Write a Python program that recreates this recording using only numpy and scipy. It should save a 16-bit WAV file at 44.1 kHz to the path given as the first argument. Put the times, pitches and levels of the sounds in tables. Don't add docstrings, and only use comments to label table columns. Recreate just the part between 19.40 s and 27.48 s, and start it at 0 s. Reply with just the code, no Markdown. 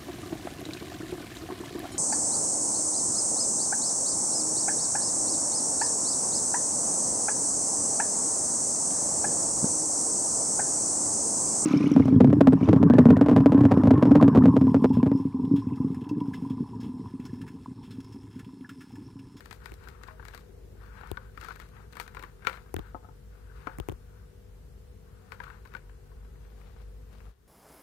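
import sys
import numpy as np
from scipy import signal
from scipy.fft import rfft, irfft, next_fast_len
from scipy.io import wavfile
from scipy.ndimage import uniform_filter1d, minimum_filter1d

SR = 44100
rng = np.random.default_rng(int(sys.argv[2]) if len(sys.argv) > 2 else 0)


def wav_out(sig):
    wavfile.write(sys.argv[1], SR, np.round(np.clip(np.atleast_2d(sig).T, -1, 1) * 32767).astype(np.int16))


def boost(x):
    u = np.asarray(x, float) / 20
    return 10 ** u


N = 356239

# start_s, held_s, fibre_db, wet_over_fibre_db
STROKES = [(0.0, 0.13, -53.5, -12), (0.232, 0.068, -48, -16.5), (0.43, 0.058, -46.5, -19),
           (0.54, 0.017, -54, -36), (0.63, 0.078, -51, -19), (0.8, 0.063, -57.5, -25),
           (0.86, 0.13, -51, -12.5), (1.422, 0.058, -49.5, -19), (1.551, 0.14, -47, -20.5),
           (1.72, 0.13, -53.5, -20.5), (2.014, 0.11, -44, -15), (2.17, 0.087, -53, -16.5),
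           (2.35, 0.058, -50, -22), (2.569, 0.028, -45.5, -17.5), (2.75, 0.11, -48.5, -17),
           (3.022, 0.0068, -60, -20.5), (3.04, 0.018, -53, -25), (3.073, 0.056, -43.5, -27),
           (3.13, 0.02, -46.5, -13), (3.22, 0.096, -59, -41), (3.4, 0.084, -52, -20),
           (3.58, 0.13, -62, -31), (3.92, 0.34, -59.5, -22), (4.16, 0.19, -51, -18), (4.4, 0.12, -58, -31),
           (4.55, 0.14, -66, -22), (4.73, 0.077, -61, -31), (5.68, 0.25, -61.5, -26),
           (5.925, 0.024, -50.5, -17.5), (6.02, 0.058, -45.5, -21), (6.12, 0.043, -51, -20.5),
           (6.33, 0.019, -51.5, -32), (6.24, 0.1, -63, -11), (6.42, .55, -64, -30.5),
           (6.999, 0.49, -69, -20)]
# freq_hz, density_db
FIBRE = [(350, -53.5), (600, -14.5), (788, -6.5), (962, 0), (1080, -0.5), (1490, 6), (1850, -4.5),
         (2100, -24.5), (2730, -60), (4620, -120)]
# freq_hz, density_db
SKIN = [(1180, -22.5), (2000, -3.5), (2330, -4), (2820, -4), (3340, -8), (3640, -8.5), (3940, -9.5),
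        (5000, -22.5), (6500, -53), (11000, -120)]
# freq_hz, density_db
WET = [(2820, -1.5), (4800, -2), (5750, -4.5), (9290, -6.5), (11600, -12), (13300, -4.5), (15100, -8.5),
       (16000, -8.5)]
# freq_hz, level_db, t60_s
RUSTLE_MODES = [(920, -14, 0.014), (1240, 2.5, 0.024), (1400, -6, 0.027), (1620, 7.5, 0.026),
                (1776, -4, 0.021), (2150, 0.5, 0.013)]
# time_s, level_db
MOTOR_LOAD = [(0.0, -51), (3.4, -48.5), (4.6, -46), (5.8, -51.5), (7.0, -44.5), (7.9, -43)]
# multiple, left_db
HARMONICS = [(2, -59), (3, -64.5), (4, -67.5), (5, -72.5), (8, -70.5), (9, -65.5), (10, -62.5)]
# freq_hz, density_db
AIR = [(15, -79), (25, -21.5), (58, 2.5), (82, -10.5), (145, -15.5), (242, -24), (335, -30.5), (384, -21.5),
       (465, -25.5), (531, -30.5), (754, -35.5), (1700, -42), (2350, -46.5), (10100, -50), (16000, -50)]
# freq_hz, correlation
LIKENESS = [(60, 0.92), (240, 0.63), (950, 0.15), (3770, -0.0), (15000, -0.02)]
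# freq_hz, left_over_right_db
LEAN = [(60, 1.5), (140, 4), (250, 4), (310, 2), (380, 11), (510, 15), (580, 4), (1470, 6), (2000, 2),
        (3500, .5), (15000, .5)]
# time_s, bass_db, treble_db
FADE = [(0, -0.5, 3), (7.89, -1, 2.5), (7.94, -17, -10.5), (8.02, -10, -4.5), (8.08, -6.5, -3)]
# time_s, level_db
DRONE = [
    (0, -61.5),
    (.9, -66),
    (1.1, -56.5),
    (1.35, -54.5),
    (1.6, -73),
]
# start_s, peak_db, ring_hz, crack_over_peak_db
CRACKS = [(0.006, -47, 1390, -3), (0.058, -45.5, 1390, -5), (0.11, -42.5, 1270, -1),
          (0.128, -46, 1220, 1.5), (0.258, -36.5, 1460, -6), (0.34, -57.5, 1180, 8),
          (0.486, -48, 1340, 1.5), (0.635, -43.5, 1510, -5.5), (0.852, -44.5, 1300, -3.5),
          (0.884, -43.5, 1750, -1), (0.9478, -44.5, 1280, 2), (0.9769, -46, 1180, -3.5),
          (1.673, -50, 1240, -7), (2.0125, -42, 1420, -3.5), (2.028, -40, 1400, -23),
          (2.046, -38, 1550, -10), (2.159, -46, 1500, -12), (2.1997, -41.5, 1270, -5),
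          (2.218, -52, 1380, -7), (2.526, -56.5, 1230, 6), (2.5542, -47, 1450, -6),
          (2.569, -39, 1630, -4.5), (2.531, -51.5, 1270, -1), (2.612, -40, 1310, -6), (2.037, -54, 1400, 6),
          (2.156, -54, 1440, -2), (2.194, -61, 1400, 3), (2.288, -66, 1480, 5), (2.349, -57, 1470, -12),
          (0.438, -61, 1180, -4), (0.676, -53.5, 1080, -2), (2.826, -40.5, 1140, -10.5),
          (3.096, -34, 1520, -11.5), (6.2524, -51, 1130, -9), (6.273, -61, 1300, 1),
          (2.664, -47, 1560, -13), (2.678, -44, 1500, -2.5), (2.748, -41, 1040, -7),
          (2.794, -43.5, 960, -6), (2.836, -38, 1150, -12.5), (3.022, -50.5, 1410, -11)]
# start_s, peak_db, ring_hz, wall_over_peak_db
POPS = [(0.473, -39.5, 1440, -22), (0.684, -39.5, 1110, -14.5), (0.709, -47, 1230, -14),
        (0.796, -40.5, 1530, -21.5), (0.826, -46, 1510, -18), (0.936, -42, 1470, -8),
        (1.611, -40.5, 1360, -18), (1.634, -40.5, 860, -14.5), (1.9748, -39.5, 1280, -8.5),
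        (2.061, -46, 1530, -18), (2.098, -41, 1500, -12), (2.211, -51, 1570, -2), (2.222, -51, 1240, -7),
        (2.848, -54, 1400, -2), (2.366, -51, 1340, -6), (3.049, -36.5, 1470, -12), (3.053, -46, 1440, -7),
        (3.0654, -43, 1400, -3), (3.078, -35, 1010, -20), (3.082, -34, 1500, -13.5),
        (3.088, -37.5, 1400, -12), (3.109, -41, 1480, -13), (3.14, -41, 1280, -13),
        (3.129, -44.5, 1500, -0.5), (3.173, -47, 730, -5.5), (4.294, -42.5, 1490, -16),
        (4.313, -50, 1470, -20), (5.927, -42, 1400, -14), (6.036, -40.5, 1410, -11), (6.04, -44, 1470, -4),
        (6.066, -44, 1360, -23), (6.078, -45, 1090, -19), (6.101, -42.5, 1460, -12),
        (6.144, -49, 1570, -17), (6.257, -46.5, 1140, -10), (6.318, -65, 1470, 0), (6.338, -41, 1540, -8),
        (6.367, -45, 1700, -7.5), (6.494, -53.5, 1550, -10), (6.716, -57, 1070, -22),
        (6.848, -58.5, 1205, -9), (7.049, -61, 1700, -5.5), (7.295, -58, 1150, -11), (7.331, -60, 950, -20),
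        (7.363, -54, 885, -16), (7.867, -55, 806, -13), (7.804, -52, 1020, -10), (7.119, -63, 760, -17),
        (7.215, -57.5, 880, -6), (7.399, -62, 1500, -6), (7.735, -60, 1500, -5), (6.955, -66, 1900, -8)]
# freq_hz, right_over_left_db
SHADE = [(300, -13), (700, -15.5), (1000, -16.5), (1300, -26), (1550, -27), (2400, -34.5), (4400, -32),
         (8000, -21), (15000, -31)]
# start_s, peak_db, dullness_db
TICKS = [(0.833, -50, -6), (0.9482, -46, -2), (1.772, -38, 8), (2.016, -45, 3), (2.027, -43, 3),
         (2.0385, -47, -5), (2.065, -52, 3), (2.080, -49, -4), (2.0865, -39, -10), (2.1066, -44, 4),
         (2.12, -45, 3), (2.161, -43, -9), (2.194, -49, -2), (2.2105, -49, -2), (2.222, -54, 4),
         (2.6, -39, 0), (4.269, -48, -2), (6.0385, -49, 0), (6.3503, -52, -2), (2.531, -54, 4),
         (0.112, -44, 2), (0.126, -48, -8), (0.261, -44, 0), (0.637, -39, 4), (0.679, -47, 7),
         (2.758, -49, -2), (3.056, -50, 6), (6.275, -52, 8), (3.398, -53, -6)]
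# start_s, tick_peak_db, swing_db, shell_db,
# left_over_right_db
KNOCKS = [(0.3192, -25, -52, -55, -5.5), (1.7153, -13, -30, -37, 12), (3.3418, -11.5, -29, -33, 14),
          (3.3647, -18, -33, -45.5, -8.5), (3.3875, -28, -38, -49, 26), (3.3922, -25.5, -34, -49, -8.5),
          (4.3854, -20.5, -35, -55, -14.5), (4.4, -18.5, -29.5, -41, 3), (4.4867, -15.5, -34, -35.5, 22),
          (4.4961, -24, -30.5, -51, -9.5), (4.503, -50, -37, -56, -1), (4.5176, -31, -47, -51, -4),
          (4.523, -27, -35.5, -51, 9)]
# freq_hz, t60_s
SHELL_MODES = [
    (85, .04),
    (375, .013),
    (750, .014),
    (315, .032),
    (1090, .011),
]
# start_s, peak_db, ring_hz
CLICKS = [(0.3196, -33, 2400), (1.7155, -28.5, 3300), (3.3431, -31, 2230), (3.365, -25.5, 3400),
          (3.3659, -24.5, 1660), (3.386, -40, 2100), (3.3923, -33.5, 3460), (3.393, -41, 1400),
          (4.3854, -34, 2100), (4.3999, -28, 3150), (4.4875, -28, 2340), (4.496, -33, 2090),
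          (4.4959, -31, 3200), (4.5169, -44, 2500), (4.523, -45, 3330)]
# start_s, end_s, pitch_hz, level_db
CREAKS = [
    (0.677, 0.784, 635, -60.5),
    (5.804, 5.9, 740, -69),
    (6.4, 6.56, 954, -73),
]
# start_s, held_s, level_db
RUBS = [
    (1.43, 0.3, -59),
    (1.8, 0.061, -60),
    (3.4, 0.094, -59.5),
    (3.95, 0.11, -66.5),
    (4.1, 0.23, -60),
    (4.41, 0.035, -64),
    (4.72, 0.11, -69.5),
]
# start_s, peak_db, ring_hz, low_modes_db, high_modes_db
BREAKS = [
    (1.772, -23, 1500, -7, -11),
    (2.085, -26.5, 1360, -2, -5),
    (2.107, -26.5, 1470, -6, -3),
    (2.599, -21.5, 1240, 7.5, 17),
    (2.769, -26, 1400, -0.5, 2.5),
    (3.0701, -8, 1376, -5.5, 5),
    (4.2714, -23, 1426, -4, 0),
    (5.9201, -25.5, 1420, 2.5, 8),
    (6.002, -24, 1634, -4, -7),
    (6.35, -24, 1490, -7, -2.5),
]
# freq_hz, level_db, t60_s
BUNDLE_MODES = [(430, -8, 0.016), (527, -19.5, 0.17), (760, -12.5, 0.019), (970, -3, 0.034),
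                (1196, -11.5, 0.056), (1700, -6.5, 0.008), (1890, -6, 0.0096), (2327, -4, 0.0091),
                (2940, -12, 0.0089), (3740, -12, 0.004), (4470, -17.5, 0.013), (5600, -26.5, 0.0098),
                (6340, -26, 0.008)]
# start_s, peak_db
TAPS = [
    (3.545, -31),
    (3.628, -52),
    (3.644, -47),
    (3.686, -48),
    (4.269, -30.5),
]
# freq_hz, level_db, t60_s
BASIN_MODES = [(324, -2.5, 0.053), (420, -9, 0.042), (535, -12, 0.095), (730, -2.5, 0.089), (887, 0, 0.08),
               (1038, -3.5, 0.062), (1270, 2.5, 0.065)]
# start_s, held_s, level_db
SWEEPS = [
    (7.03, 0.12, -63.5),
    (7.2, 0.082, -58.5),
    (7.34, 0.082, -60.5),
    (7.72, 0.16, -58.5),
]
# freq_hz, density_db
SWEEP = [(300, 3.5), (650, 3), (1100, 3), (2000, -3), (4500, -9), (8000, -19), (15000, -21)]

MOTOR_HZ = 49.05


def in_time(rows):
    s, *columns = np.transpose(rows)
    return [np.interp(np.arange(N) / SR, s, c) for c in columns]


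def at_hz(points, hz):
    table_hz, values = np.transpose(points)
    return np.interp(np.log(hz + 1), np.log(table_hz), values)


def rms_one(x):
    return x / np.sqrt(np.mean(x ** 2) + 1e-20)


def peak_one(x):
    return x / np.max(np.abs(x))


def add(track, s, piece):
    i = round(s * SR)
    track[..., i:i + piece.shape[-1]] += piece[..., :N - i]


def colour(x, points):
    size = 4096
    cepstrum = irfft(np.log(boost(at_hz(points, np.fft.rfftfreq(size, 1 / SR)))))
    cepstrum[1:size // 2] *= 2
    cepstrum[size // 2 + 1:] = 0
    response = irfft(np.exp(rfft(cepstrum)))[:size // 2]
    return signal.oaconvolve(x, response)[:len(x)]


def drift(rate_hz):
    r = np.exp(-2 * np.pi * rate_hz / SR)
    return rms_one(signal.lfilter([1], [1, -2 * r, r * r], rng.standard_normal(N + SR))[SR:])


def ring(push, hz, t60_s):
    r, w = boost(-60 / (t60_s * SR)), 2 * np.pi * hz / SR
    return signal.lfilter([0, np.sin(w)], [1, -2 * r * np.cos(w), r * r], push + 1e-18)


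def ring_twice(push, hz, t60_s):
    return ring(ring(push, hz, t60_s), hz, t60_s)


def burst(noise, decay_s, tail_db=-60):
    t = np.arange(len(noise)) / SR
    spiky = noise * np.abs(noise) + 9.14 * (t == 0)
    return spiky * (np.exp(-t / decay_s) + boost(tail_db) * np.exp(-t / 0.036))


def grains(per_s, spread_db):
    sizes = boost(spread_db * np.minimum(rng.exponential(1, N), 5)) * rng.choice([-1, 1], N)
    return sizes * (rng.random(N) < per_s * boost(5 * drift(35)) / SR)


def held_power(rows, t):
    rise_db_per_s, fall_db_per_s = 258, 176
    start, held, db = np.transpose(rows)[:3, :, None]
    rise_db = rise_db_per_s * np.maximum(start - t, 0)
    fall_db = fall_db_per_s * np.maximum(t - start - held, 0)
    return boost(2 * (db - rise_db - fall_db))


def held_level(rows):
    t = np.arange(0, N / SR + .002, .002)
    return in_time(np.transpose([t, 10 * np.log10(held_power(rows, t).sum(0) + 1e-20)]))[0]


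def strokes():
    rest_db, rest_wet_db = -73, -30.5
    t = np.arange(0, N / SR + .002, .002)
    power, wet_db = held_power(STROKES, t), np.transpose(STROKES)[3, :, None]
    fibre_db = 10 * np.log10(power.sum(0) + boost(2 * rest_db))
    wet_power = (power * boost(2 * wet_db)).sum(0) + boost(2 * (rest_db + rest_wet_db))
    wet_db = 10 * np.log10(wet_power)
    skin_db = fibre_db + 1 + 0.64 * (wet_db - fibre_db)
    return in_time(np.transpose([t, fibre_db, skin_db, wet_db]))


def crunch():
    fibre_db, skin_db, wet_db = strokes()
    tearing = np.clip((wet_db - fibre_db + 35.0) / 19, .6, .98)
    rubbing = np.sqrt(1 - tearing ** 2)
    coarse = tearing * rms_one(grains(2500, spread_db=4.0)) + rubbing * rng.standard_normal(N)
    fine = tearing * rms_one(grains(5000, spread_db=4.0)) + rubbing * rng.standard_normal(N)
    rustle = sum(boost(db + 5.4 * drift(12)) * ring(coarse, hz, t60_s) for hz, db, t60_s in RUSTLE_MODES)
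    rustle_gain = (3.2 - 3.14 * tearing) * np.clip((fibre_db + 67) / 14, .15, .95)
    fibre = rms_one(colour(coarse, FIBRE)) + rustle_gain * rms_one(rustle)
    fine = fine + boost(-4) * tearing * rms_one(grains(120, spread_db=2.0))
    skin = rms_one(colour(coarse + 2.5 * fine, SKIN))
    juice = rms_one(colour(fine, WET))
    return boost(fibre_db - 5) * fibre + boost(skin_db - 3.5) * skin + boost(wet_db + 1.5) * juice


def room(x):
    t60_s, build_s = 0.065, 0.02
    t = np.arange(round(.3 * SR)) / SR
    tails = rng.standard_normal((2, len(t))) * boost(-60 * t / t60_s) * np.minimum(t / build_s, 1)
    tails = signal.lfilter([.45], [1, -.55], tails)
    return np.array([signal.oaconvolve(x, tail / np.sqrt(np.sum(tail ** 2)))[:N] for tail in tails])


def port_lead(hz):
    return .75 * np.tanh(hz / 160)


def motor():
    bass_fade_db = in_time(FADE)[0]
    turns = 2 * np.pi * np.cumsum(MOTOR_HZ * (1 + .002 * drift(.5))) / SR
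    wobble = 2 * np.pi * np.cumsum(MOTOR_HZ + 1.3 + 3.0 * drift(5.5)) / SR
    level_db = in_time(MOTOR_LOAD)[0] + 2.5 + 1.5 * drift(4.0) + 3.5 * bass_fade_db
    fundamental = np.sin(wobble - [[0], [port_lead(MOTOR_HZ)]])
    out = boost(level_db) * fundamental * boost(np.array([[.7], [-.7]]))
    for multiple, db in HARMONICS:
        phase = round(multiple) * turns + rng.uniform(0, 6.56)
        line_db = db + 4.0 + .5 * drift(2.2) + 2.2 * bass_fade_db
        line = boost(line_db) * np.sin(phase - [[0], [port_lead(multiple * MOTOR_HZ)]])
        out += line * boost(np.array([[0], [-2.2 * multiple + 3]]))
    return out


def air():
    level_db, split_hz = -57.5, 1200
    size = next_fast_len(N)
    hz = np.fft.rfftfreq(size, 1 / SR)
    mid, side = rfft(rng.standard_normal((2, size)))
    alike, lean = np.clip(at_hz(LIKENESS, hz), -1, 1), boost(at_hz(LEAN, hz))
    common, apart = np.sqrt(1 + alike) * mid, np.sqrt(1 - alike) * side
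    left = (common + apart) * lean
    right = (common - apart) * np.exp(-1j * port_lead(hz))
    notch_db = -7 * np.exp(-((hz - MOTOR_HZ) / 12) ** 2)
    both = np.array([left, right]) / np.sqrt(1 + lean ** 2) * boost(at_hz(AIR, hz) + notch_db)
    whole = irfft(both, size)[:, :N]
    bass = irfft(both / (1 + (hz / split_hz) ** 4), size)[:, :N]
    bass_db, treble_db = in_time(FADE)
    faded = boost(bass_db) * bass + boost(treble_db) * (whole - bass)
    return boost(level_db + 6.5) * faded / np.std(whole)


def drone():
    noise = rng.standard_normal(N)
    return boost(in_time(DRONE)[0]) * rms_one(ring(noise, 403, 0.032) + 0.4 * ring(noise, 444, 0.042))


def snaps():
    rows = [(s, db, hz, -4 + 0.46 * crack_db, crack_db) for s, db, hz, crack_db in CRACKS]
    rows += [(s, db, hz, wall_db, wall_db - 8) for s, db, hz, wall_db in POPS]
    out, noise = np.zeros(N), rng.standard_normal((len(rows), 2, 2560))
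    for (s, peak_db, hz, wall_db, crack_db), (tear, split) in zip(rows, noise):
        tear_s = .0055 / (1 + boost(crack_db + 8))
        tear = burst(tear, decay_s=tear_s, tail_db=-18.5)
        stem = rms_one(ring_twice(tear, hz, .01)) + 0.98 * rms_one(colour(tear, FIBRE))
        parting = burst(split, decay_s=0.0037, tail_db=-15.0)
        wall = rms_one(colour(parting, SKIN)) + 2.4 * rms_one(ring_twice(parting, 2250, 0.0017))
        crack = colour(burst(split, decay_s=0.0011, tail_db=-17), WET)
        thud = ring(ring(tear, 480, .012), 400, .012)
        layers = [(7, stem), (wall_db + 14.0, wall), (crack_db + 18.5, crack), (-6.5, thud)]
        add(out, s, sum(boost(peak_db + db) * peak_one(layer) for db, layer in layers))
    return out


def ticks():
    out = np.zeros(N)
    for (s, peak_db, dull_db), split in zip(TICKS, rng.standard_normal((len(TICKS), 1024))):
        split = burst(split, decay_s=0.00061, tail_db=-28)
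        juice = boost(-dull_db) * peak_one(colour(split, WET))
        skin = boost(dull_db - 3.5) * peak_one(ring(split, 4200, 0.0012))
        add(out, s, boost(peak_db + 1.5) * (juice + skin))
    return out


def knocks():
    out, size = np.zeros((2, N)), 4096
    port_top = .11
    contact = np.exp(-((np.arange(size) / SR - .0004) / .00025) ** 2)
    push = np.roll(contact, 24) / contact.sum()
    swing, shell, edge, far, rim = (ring(push, hz, t60_s) for hz, t60_s in SHELL_MODES)
    late = np.roll(far + 0.68 * edge + 0.77 * rim, round(0.0001 * SR))
    near = shell + 0.18 * edge + 0.35 * rim - 0.57 * contact
    bright = signal.butter(3, 6000, "high", fs=SR, output="sos")
    noises = rng.standard_normal((len(KNOCKS), size))
    for (s, tick_db, swing_db, shell_db, pan_db), noise in zip(KNOCKS, noises):
        scratch = burst(noise, decay_s=0.00026)
        tick = boost(tick_db - 4.5) * peak_one(signal.sosfilt(bright, scratch))
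        swung = boost(swing_db + 11) * swing
        body = boost(shell_db + 23.5) * near + swung
        left = tick + port_top * np.tanh(body / port_top)
        right = boost(-28) * tick + boost(-18) * swung - boost(shell_db + 14 - pan_db) * late
        add(out, s, np.array([left, right]))
    return out


def clicks():
    out, decay_turns = np.zeros(N), 4.5
    for (s, peak_db, hz), noise in zip(CLICKS, rng.standard_normal((len(CLICKS), 512))):
        casing = ring_twice(burst(noise, decay_s=0.00013), hz, decay_turns / hz)
        add(out, s, boost(peak_db - 0.5) * peak_one(casing))
    return out * boost(np.array([[0], [-20]]))


def creaks():
    out = np.zeros(N)
    for start, end, hz, db in CREAKS:
        t = np.arange(round((end - start) * SR)) / SR
        add(out, start, boost(db + 6.5) * np.hanning(len(t)) ** .5 * np.sin(2 * np.pi * hz * t))
    return out


def rubs():
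    hollow = ring_twice(rng.standard_normal(N), 1490, 0.0074)
    return boost(held_level(RUBS) + 2.5 * drift(40)) * rms_one(hollow)


def breaks():
    out, size = np.zeros(N), 3072
    t = np.arange(size) / SR
    free_s, parted_db = 0.005, -2.5
    damped = boost(np.interp(t, [free_s, free_s + 0.0011], [0, parted_db]))
    far_turns, far_top_hz = 4.5, 1800
    noise = rng.standard_normal((len(BREAKS), 2, size))
    for (s, peak_db, stem_hz, low_db, high_db), (tear, split) in zip(BREAKS, noise):
        blow = boost(-38.5) * tear * np.abs(tear) * (np.exp(-t / 0.005) + np.exp(-t / 0.015))
        blow[0] -= 1
        far_wall = np.arange(size) == round(far_turns / stem_hz * SR)
        both = blow + boost(-4 - .5 * high_db) * far_wall
        body = ring(both, stem_hz, 0.023)
        for k, (hz, db, t60_s) in enumerate(BUNDLE_MODES):
            mode_db = db + (low_db if hz < stem_hz else high_db)
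            body += (-1) ** k * boost(mode_db) * ring(both if hz < far_top_hz else blow, hz, t60_s)
        crack = peak_one(colour(burst(split, decay_s=0.0015, tail_db=-13.5), WET))
        add(out, s, boost(peak_db) * (peak_one(body * damped) + boost(1.12 * high_db - 15) * crack))
    return out


def taps():
    out, size = np.zeros(N), 4096
    noise = rng.standard_normal((len(TAPS), size))
    luck_db = rng.normal(0, 1, (len(TAPS), len(BASIN_MODES)))
    soft = signal.butter(2, [250, 1500], "band", fs=SR, output="sos")
    free_s, held_db = 0.0088, -8.5
    damped = boost(np.interp(np.arange(size) / SR, [free_s, free_s + .0012], [0, held_db]))
    for (s, peak_db), rattle, spread_db in zip(TAPS, noise, luck_db):
        strike = boost(-30) * burst(rattle, decay_s=0.022) + (np.arange(size) == 0)
        blow = signal.sosfilt(soft, strike)
        body = sum(boost(db + d) * ring(blow, hz, t60_s)
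                   for (hz, db, t60_s), d in zip(BASIN_MODES, spread_db))
        add(out, s + 0.00149, boost(peak_db + 7.5) * peak_one(damped * body))
    return out


def sweeps():
    rustle = rng.standard_normal(N) + 0.75 * rms_one(grains(1700, spread_db=5.0))
    return boost(held_level(SWEEPS) + 1.5 * drift(23)) * rms_one(colour(rustle, SWEEP))


def scene():
    cutting = crunch() + snaps() + ticks() + creaks() + rubs() + breaks() + taps()
    left, right = boost(-26.5) * room(cutting)
    ports = np.array([cutting + left, colour(0.91 * cutting + 12.5 * right, SHADE)])
    ports += motor() + air() + drone() * boost(np.array([[0], [-18]]))
    return ports + knocks() + clicks() + sweeps() * boost(np.array([[0], [-19]]))


def thin_treble(x):
    hz, _, cells = signal.stft(x, SR, nperseg=1024)
    _, rows, columns = cells.shape
    high = hz > 3000
    weak = np.abs(cells) < .9 * uniform_filter1d(np.abs(cells), size=24, axis=1)
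    chance = rng.random((rows // 4 + 1, columns // 4 + 1)).repeat(4, 0).repeat(4, 1)[:rows, :columns]
    patch = chance < (hz / 50000)[:, None]
    top = (rng.random(columns // 3 + 1).repeat(3)[:columns] < .3) & (hz > 15200)[:, None]
    treble = np.abs(cells[0, high]).mean(0)
    calm = treble < 1.5 * minimum_filter1d(treble, size=5)
    audible = treble > .7 * np.median(treble)
    lost_db = ((-14 * weak - 25 * patch) * high[:, None] - 25 * top) * calm * audible
    return signal.istft(cells * boost(lost_db), SR, nperseg=1024)[1][:, :N]


def top_cut(x):
    return signal.sosfilt(signal.butter(12, 16660, fs=SR, output="sos"), x)


def record(dry):
    low_hz, top_hz = 43, 15800
    dry = signal.sosfilt(signal.butter(6, low_hz, "high", fs=SR, output="sos"), dry)
    dry = signal.sosfilt(signal.cheby2(14, 60, top_hz + 500, fs=SR, output="sos"), dry)
    mix = thin_treble(dry)
    return top_cut(mix)


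dry = scene()
out = record(dry)
wav_out(out)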